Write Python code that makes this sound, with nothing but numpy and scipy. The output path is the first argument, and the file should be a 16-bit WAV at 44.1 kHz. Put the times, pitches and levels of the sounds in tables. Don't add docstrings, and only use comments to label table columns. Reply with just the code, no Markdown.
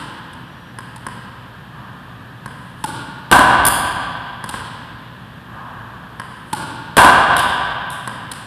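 import sys
import numpy as np
from scipy import signal
from scipy.fft import rfft, irfft
from scipy.io import wavfile
from scipy.ndimage import uniform_filter1d

SR = 44100
rng = np.random.default_rng(int(sys.argv[2]) if len(sys.argv) > 2 else 0)


def inscribe(sig):
    pcm = np.round(np.clip(np.atleast_2d(sig).T, -1, 1) * 32767)
    wavfile.write(sys.argv[1], SR, pcm.astype(np.int16))


N = 373086

# frequency in Hz, relative level in dB.
VENT_SPECTRUM = [(15, -59.5), (25, -33.5), (49, -25.5), (86, -12.5), (125, -6.5), (146, -7), (243, -14),
                 (415, -23.5), (1310, -25), (1760, -18.5), (2070, -32.5), (3260, -28), (6200, -50),
                 (13500, -46.5), (15000, -86.5)]
NEXT_DOOR_SPECTRUM = [(200, -4.5), (400, -15.5), (650, -9.5), (1000, -0.5), (1200, 0), (1380, -8),
                      (1620, -1), (2100, -26.5), (3000, -20.5), (5000, -46)]
SQUEAK_SPECTRUM = [(5000, -44), (5600, -18), (5750, 0), (5900, -20), (6500, -38)]
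SWISH_SPECTRUM = [(300, -10), (1500, -2), (3500, 5), (6300, -12), (8500, 3), (10300, 6), (12000, -24),
                  (15000, -16)]
# frequency in Hz, level in dB.
HUM_TONES = [(59.5, -53.5), (119.6, -45.5), (178, -53.5), (253, -55.5)]
# start in seconds, level in dB.
NEXT_DOOR_SHOTS = [(1.66, -35), (5.42, -31), (5.58, -33.5)]
# frequency in Hz, seconds to fall 60 dB.
COURT_DECAY = [(60, 2.8), (250, 2), (500, 1.99), (1000, 2.414), (1600, 2.36), (3200, 2.59), (5000, 1.43),
               (7000, 0.99), (10000, 0.68), (14000, 0.44)]

# start in seconds, ring level in dB, crack level in dB,
# tilt of the ring in dB per octave, send into the court's echo in dB.
FAR_SKIPS = [(7.3655, -19, -21.5, 10.5, 7), (7.9015, -41, -34.5, -8, 10)]
FAR_SKIDS = [(3.6510, -24.5, -13, 9.5, 7.5)]
NEAR_BOUNCES = [(-.06, -21.5, -46, 1.5, 4.5), (.7862, -27.5, -38.5, 2, 4), (1.0658, -23, -34.5, 0.5, 4.5),
                (2.4590, -26, -40.5, -0.5, 5), (4.4402, -24.5, -35, 0, 5), (4.5400, -22, -53, 0, 5),
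                (6.1975, -24, -38.5, 2, 3.5), (8.0745, -22, -32.5, 0, 5)]
RACQUET_STROKES = [(-.12, -16, -22, -1.5, -2), (0.3316, -55, -47, -1, -1), (.9600, -38, -41, 4, -1),
                   (2.8393, -16.5, -26, 0, 4), (4.4903, -28.5, -29, 0, 6.5), (6.5290, -15, -25, 0, 4),
                   (8.3150, -37.5, -27.5, -1, 1)]
WALL_SLAMS = [(3.3135, -10, -12, 2, 18), (6.9680, -10, -11.5, 3, 19.5)]
# frequency in Hz, relative level in dB,
# seconds to fall 60 dB, extra send into the court's echo in dB.
BALL_ON_FLOOR = [(125, -10.5, 0.044, -4), (214, -8.5, 0.029, 0), (510, -13, 0.022, 2),
                 (1038, 2.5, 0.017, -2), (1243, -4.5, 0.014, 3.5), (1601, 2.5, 0.012, -1),
                 (1817, -9, 0.015, -3), (3080, -2, 0.0043, 4.5), (5040, -13, 0.0027, 5.5)]
BALL_ON_RACQUET = [(141, -4.5, 0.025, 2.5), (275.5, -11, 0.038, 3.5), (505, -15.5, 0.012, 15.5),
                   (825, 1, 0.038, -5.5), (968, -6.5, 0.016, 9.5), (1402, -21.5, 0.082, 8),
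                   (1940, -30, 0.0069, 9)]
BALL_ON_WALL = [(141, -13.5, 0.013, 12), (284, 9.5, 0.017, -9), (438.5, -6, 0.028, -1.5),
                (614, 0, 0.0073, -12.5), (823, -0.5, 0.012, 5), (1000, 4.5, 0.014, 4),
                (1134.4, 0.5, 0.035, -6), (1555, 3.5, 0.015, 0.5), (2500, -8.5, 0.0071, -5.5),
                (2880, -7, 0.0098, -5), (3250, -13, 0.0036, 4.5)]
# frequency in Hz, relative level in dB.
SKIP_SPECTRUM = [(300, -41), (2300, -30), (2900, -32), (3600, 11), (4400, -11), (5100, -5), (6400, -12.5),
                 (8300, 2.5), (10200, 6), (11500, -1), (13200, -7), (15000, -12)]
SKID_SPECTRUM = [(300, 3.5), (2600, -38), (3350, 5.5), (3900, -10), (4900, -1), (6000, -14.5), (7300, -2.5),
                 (8600, 1.5), (9750, 16), (10900, -3), (12100, 9), (13200, -6.5), (14300, -3)]
BOUNCE_SPECTRUM = [(300, -29.5), (2000, -14.5), (3200, -11.5), (5000, 1), (6400, -14), (8200, 1.5),
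                   (9700, 3), (11200, -3), (13000, -22), (15000, -13.5)]
STRING_SPECTRUM = [(300, -31.5), (1000, 0.5), (2300, -4.5), (2900, 2), (4000, -0.5), (5200, -4.5),
                   (6400, -15), (8200, 0.5), (9700, 2), (11200, -6), (13000, -13.5), (15000, -17)]
SLAM_SPECTRUM = [(100, -35), (450, 12), (700, 1.5), (2000, -9.5), (3200, 2.5), (5000, -8), (6400, -16),
                 (8200, -5), (9700, -2), (11200, -7.5), (13000, -13.5), (15000, -12.5)]
# delay in seconds, level in dB against the direct sound.
SKIP_REFLECTIONS = [(.0130, -10), (0.026, -5)]
SKID_REFLECTIONS = [(0.0142, 2), (0.0228, -.5), (.0310, -1)]
BOUNCE_REFLECTIONS = [(.0055, -6.5), (0.0191, -7.5)]
STROKE_REFLECTIONS = [(.0048, -16), (0.0189, -21), (0.029, -43)]
SLAM_REFLECTIONS = [(.0022, -5), (0.0118, 5), (0.017, -3.5), (0.049, -6), (0.078, 2)]


def gain_of(db):
    return 10 ** (np.asarray(db) / 20)


def unit_rms(x):
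    return x / np.sqrt(np.mean(x ** 2) + 1e-20)


def blow_size(x):
    return np.sqrt(np.sum(x ** 2) / (SR / 100))


def value_at(table, hz):
    table_hz, values = np.transpose(table)
    return np.interp(np.log(hz + 1), np.log(table_hz + 1), values)


def add(mix, start_s, sound):
    at = round(start_s * SR)
    sound = sound[max(-at, 0):]
    part = mix[max(at, 0):][:len(sound)]
    part += sound[:len(part)]


def coloured(x, spectrum):
    hz = abs(np.fft.fftfreq(2048, 1 / SR))
    log_gain = np.log(gain_of(value_at(spectrum, hz)))
    taps = np.fft.ifft(np.exp(np.conj(signal.hilbert(log_gain)))).real
    return signal.fftconvolve(x, taps)[:len(x)]


def noise(spectrum):
    gains = gain_of(value_at(spectrum, np.fft.rfftfreq(N, 1 / SR)))
    return unit_rms(irfft(rfft(rng.standard_normal(N)) * gains, N))


def ventilation(air_db=-39, waver_rad=0.82):
    t = np.arange(N) / SR
    knots = np.linspace(0, t[-1], num=40)
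    room_tone = gain_of(air_db) * noise(VENT_SPECTRUM)
    for hz, db in HUM_TONES:
        drift = np.interp(t, knots, rng.standard_normal(len(knots)))
        room_tone += gain_of(db) * np.sqrt(2) * np.sin(2 * np.pi * hz * t + waver_rad * drift)
    return room_tone


def next_door(rise_s=0.11, t60_s=3.1, wash_db=-46):
    start_s, db = np.transpose(NEXT_DOOR_SHOTS)[:, :, None]
    age = np.maximum(np.arange(N) / SR - start_s, 0)
    rise = 1 - np.exp(-(age / rise_s) ** 2)
    swells = gain_of(db) * rise * np.exp(-np.log(1000) * age / t60_s)
    power = gain_of(wash_db) ** 2 + (swells ** 2).sum(0)
    return np.sqrt(power) * noise(NEXT_DOOR_SPECTRUM)


def shoe_squeak(db=-68, centre_s=0.6, half_width_s=0.15):
    envelope = np.exp(-((np.arange(N) / SR - centre_s) / half_width_s) ** 4)
    return gain_of(db) * envelope * noise(SQUEAK_SPECTRUM)


def swishes(step_db=-41.5, swing_db=-39):
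    t, level = np.arange(N) / SR, np.zeros(N)
    step_lead_s, step_half_s = 0.2, 0.15
    swing_lead_s, swing_half_s = 0.02, 0.036
    for hit_s, ring_db, *_ in RACQUET_STROKES:
        level += gain_of(ring_db + step_db) * np.exp(-((t - hit_s + step_lead_s) / step_half_s) ** 2)
        level += gain_of(ring_db + swing_db) * np.exp(-((t - hit_s + swing_lead_s) / swing_half_s) ** 2)
    return level * noise(SWISH_SPECTRUM)


def court_echo(x, build_s, tail_db=7, clump_db=0.8):
    hz, frame_s = np.fft.rfftfreq(512, 1 / SR), np.arange(400) * 256 / SR
    phases = np.exp(2j * np.pi * rng.random((len(hz), len(frame_s))))
    clumps = unit_rms(uniform_filter1d(rng.standard_normal(len(frame_s)), size=3))
    decay = np.exp(-np.log(1000) * frame_s / value_at(COURT_DECAY, hz)[:, None])
    tail = signal.istft(phases * decay * gain_of(clump_db * clumps))[1]
    tail /= signal.istft(phases[:, :20])[1].std()
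    tail *= 1 - np.exp(-(np.arange(len(tail)) / SR / build_s) ** 4)
    return signal.oaconvolve(x, tail * gain_of(tail_db) / np.sqrt(SR))


def ball_ring(modes, tilt_db, rise_s, stretch, relax_s=0.0048):
    hz, db, t60_s, send_db = np.transpose(modes)[:, :, None]
    t = np.arange(SR // 10) / SR
    cycles = hz * np.cumsum(1 + stretch * np.exp(-t / relax_s)) / SR
    partials = gain_of(db + tilt_db * np.log2(hz / 1000)) * np.sin(2 * np.pi * cycles)
    partials *= np.exp(-np.log(1000) * t / t60_s) * (1 - np.exp(-t / rise_s))
    partials /= blow_size(partials.sum(0))
    return partials.sum(0), (partials * gain_of(send_db)).sum(0)


def rubber_crack(spectrum, contact_s, buzz_db=-20, buzz_s=0.006):
    t = np.arange(SR // 10) / SR
    squash = t / contact_s * np.exp(-(t / contact_s) ** 2)
    buzz = gain_of(buzz_db) * np.exp(-t / buzz_s)
    burst = coloured(rng.standard_normal(len(t)) * (squash + buzz), spectrum)
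    return burst / blow_size(burst)


def impacts(contacts, modes, spectrum, reflections, rise_s, contact_s, build_s, crack_send_db,
            reflected_crack_db=0, stretch=0, side_db=-9):
    mid, side = np.zeros((2, N))
    click = coloured(signal.unit_impulse(SR // 10), spectrum)
    click /= blow_size(click)
    for start_s, ring_db, crack_db, tilt_db, send_db in contacts:
        ring, room_ring = gain_of(ring_db) * np.array(ball_ring(modes, tilt_db, rise_s, stretch))
        for delay_s, path_db in [(0, 0)] + list(reflections):
            arrival_s = start_s + delay_s
            crack_gain = gain_of(crack_db + path_db + reflected_crack_db * (delay_s > 0))
            add(mid, arrival_s, gain_of(path_db) * ring + crack_gain * rubber_crack(spectrum, contact_s))
            add(side, arrival_s, gain_of(side_db) * crack_gain * rubber_crack(spectrum, contact_s))
        room_crack = gain_of(crack_db + crack_send_db + send_db) * click
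        add(mid, start_s, court_echo(gain_of(send_db) * room_ring + room_crack, build_s))
        add(side, start_s, gain_of(side_db) * court_echo(room_crack, build_s))
    return np.array([mid, side])


def far_skips():
    return impacts(FAR_SKIPS, BALL_ON_FLOOR, SKIP_SPECTRUM, SKIP_REFLECTIONS,
                   rise_s=0.0022, contact_s=0.0038, build_s=0.012, crack_send_db=-0.5)


def far_skid():
    return impacts(FAR_SKIDS, BALL_ON_FLOOR, SKID_SPECTRUM, SKID_REFLECTIONS,
                   rise_s=0.00057, contact_s=0.0034, build_s=0.045, crack_send_db=3)


def near_bounces():
    return impacts(NEAR_BOUNCES, BALL_ON_FLOOR, BOUNCE_SPECTRUM, BOUNCE_REFLECTIONS, rise_s=0.0021,
                   contact_s=0.0026, build_s=0.027, crack_send_db=-3, reflected_crack_db=-5.5)


def racquet_strokes():
    return impacts(RACQUET_STROKES, BALL_ON_RACQUET, STRING_SPECTRUM, STROKE_REFLECTIONS, rise_s=0.01,
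                   contact_s=0.0037, build_s=0.032, crack_send_db=2.5, reflected_crack_db=10.5,
                   stretch=0.35)


def wall_slams():
    return impacts(WALL_SLAMS, BALL_ON_WALL, SLAM_SPECTRUM, SLAM_REFLECTIONS, rise_s=0.0013,
                   contact_s=0.0026, build_s=0.0071, crack_send_db=-8.5, reflected_crack_db=-8.5)


def scene():
    play, side = near_bounces() + racquet_strokes() + wall_slams() + far_skid() + far_skips()
    mid = play + ventilation() + next_door() + swishes() + shoe_squeak()
    return np.array([mid + side, mid - side])


def record(dry, low_cut_hz=48, clip_hardness=11, stereo_above_hz=5000, top_hz=14400):
    thin = signal.sosfilt(signal.butter(4, low_cut_hz, "high", fs=SR, output="sos"), dry)
    left, right = thin / (1 + abs(thin) ** clip_hardness) ** (1 / clip_hardness)
    mid = (left + right) / 2
    treble_only = signal.butter(10, stereo_above_hz, "high", fs=SR, output="sos")
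    side = signal.sosfilt(treble_only, (left - right) / 2)
    lowpass = signal.firwin(255, top_hz, window=("kaiser", 8), fs=SR)
    return signal.oaconvolve(np.array([mid + side, mid - side]), lowpass[None], "same")


dry = scene()
out = record(dry)
inscribe(out)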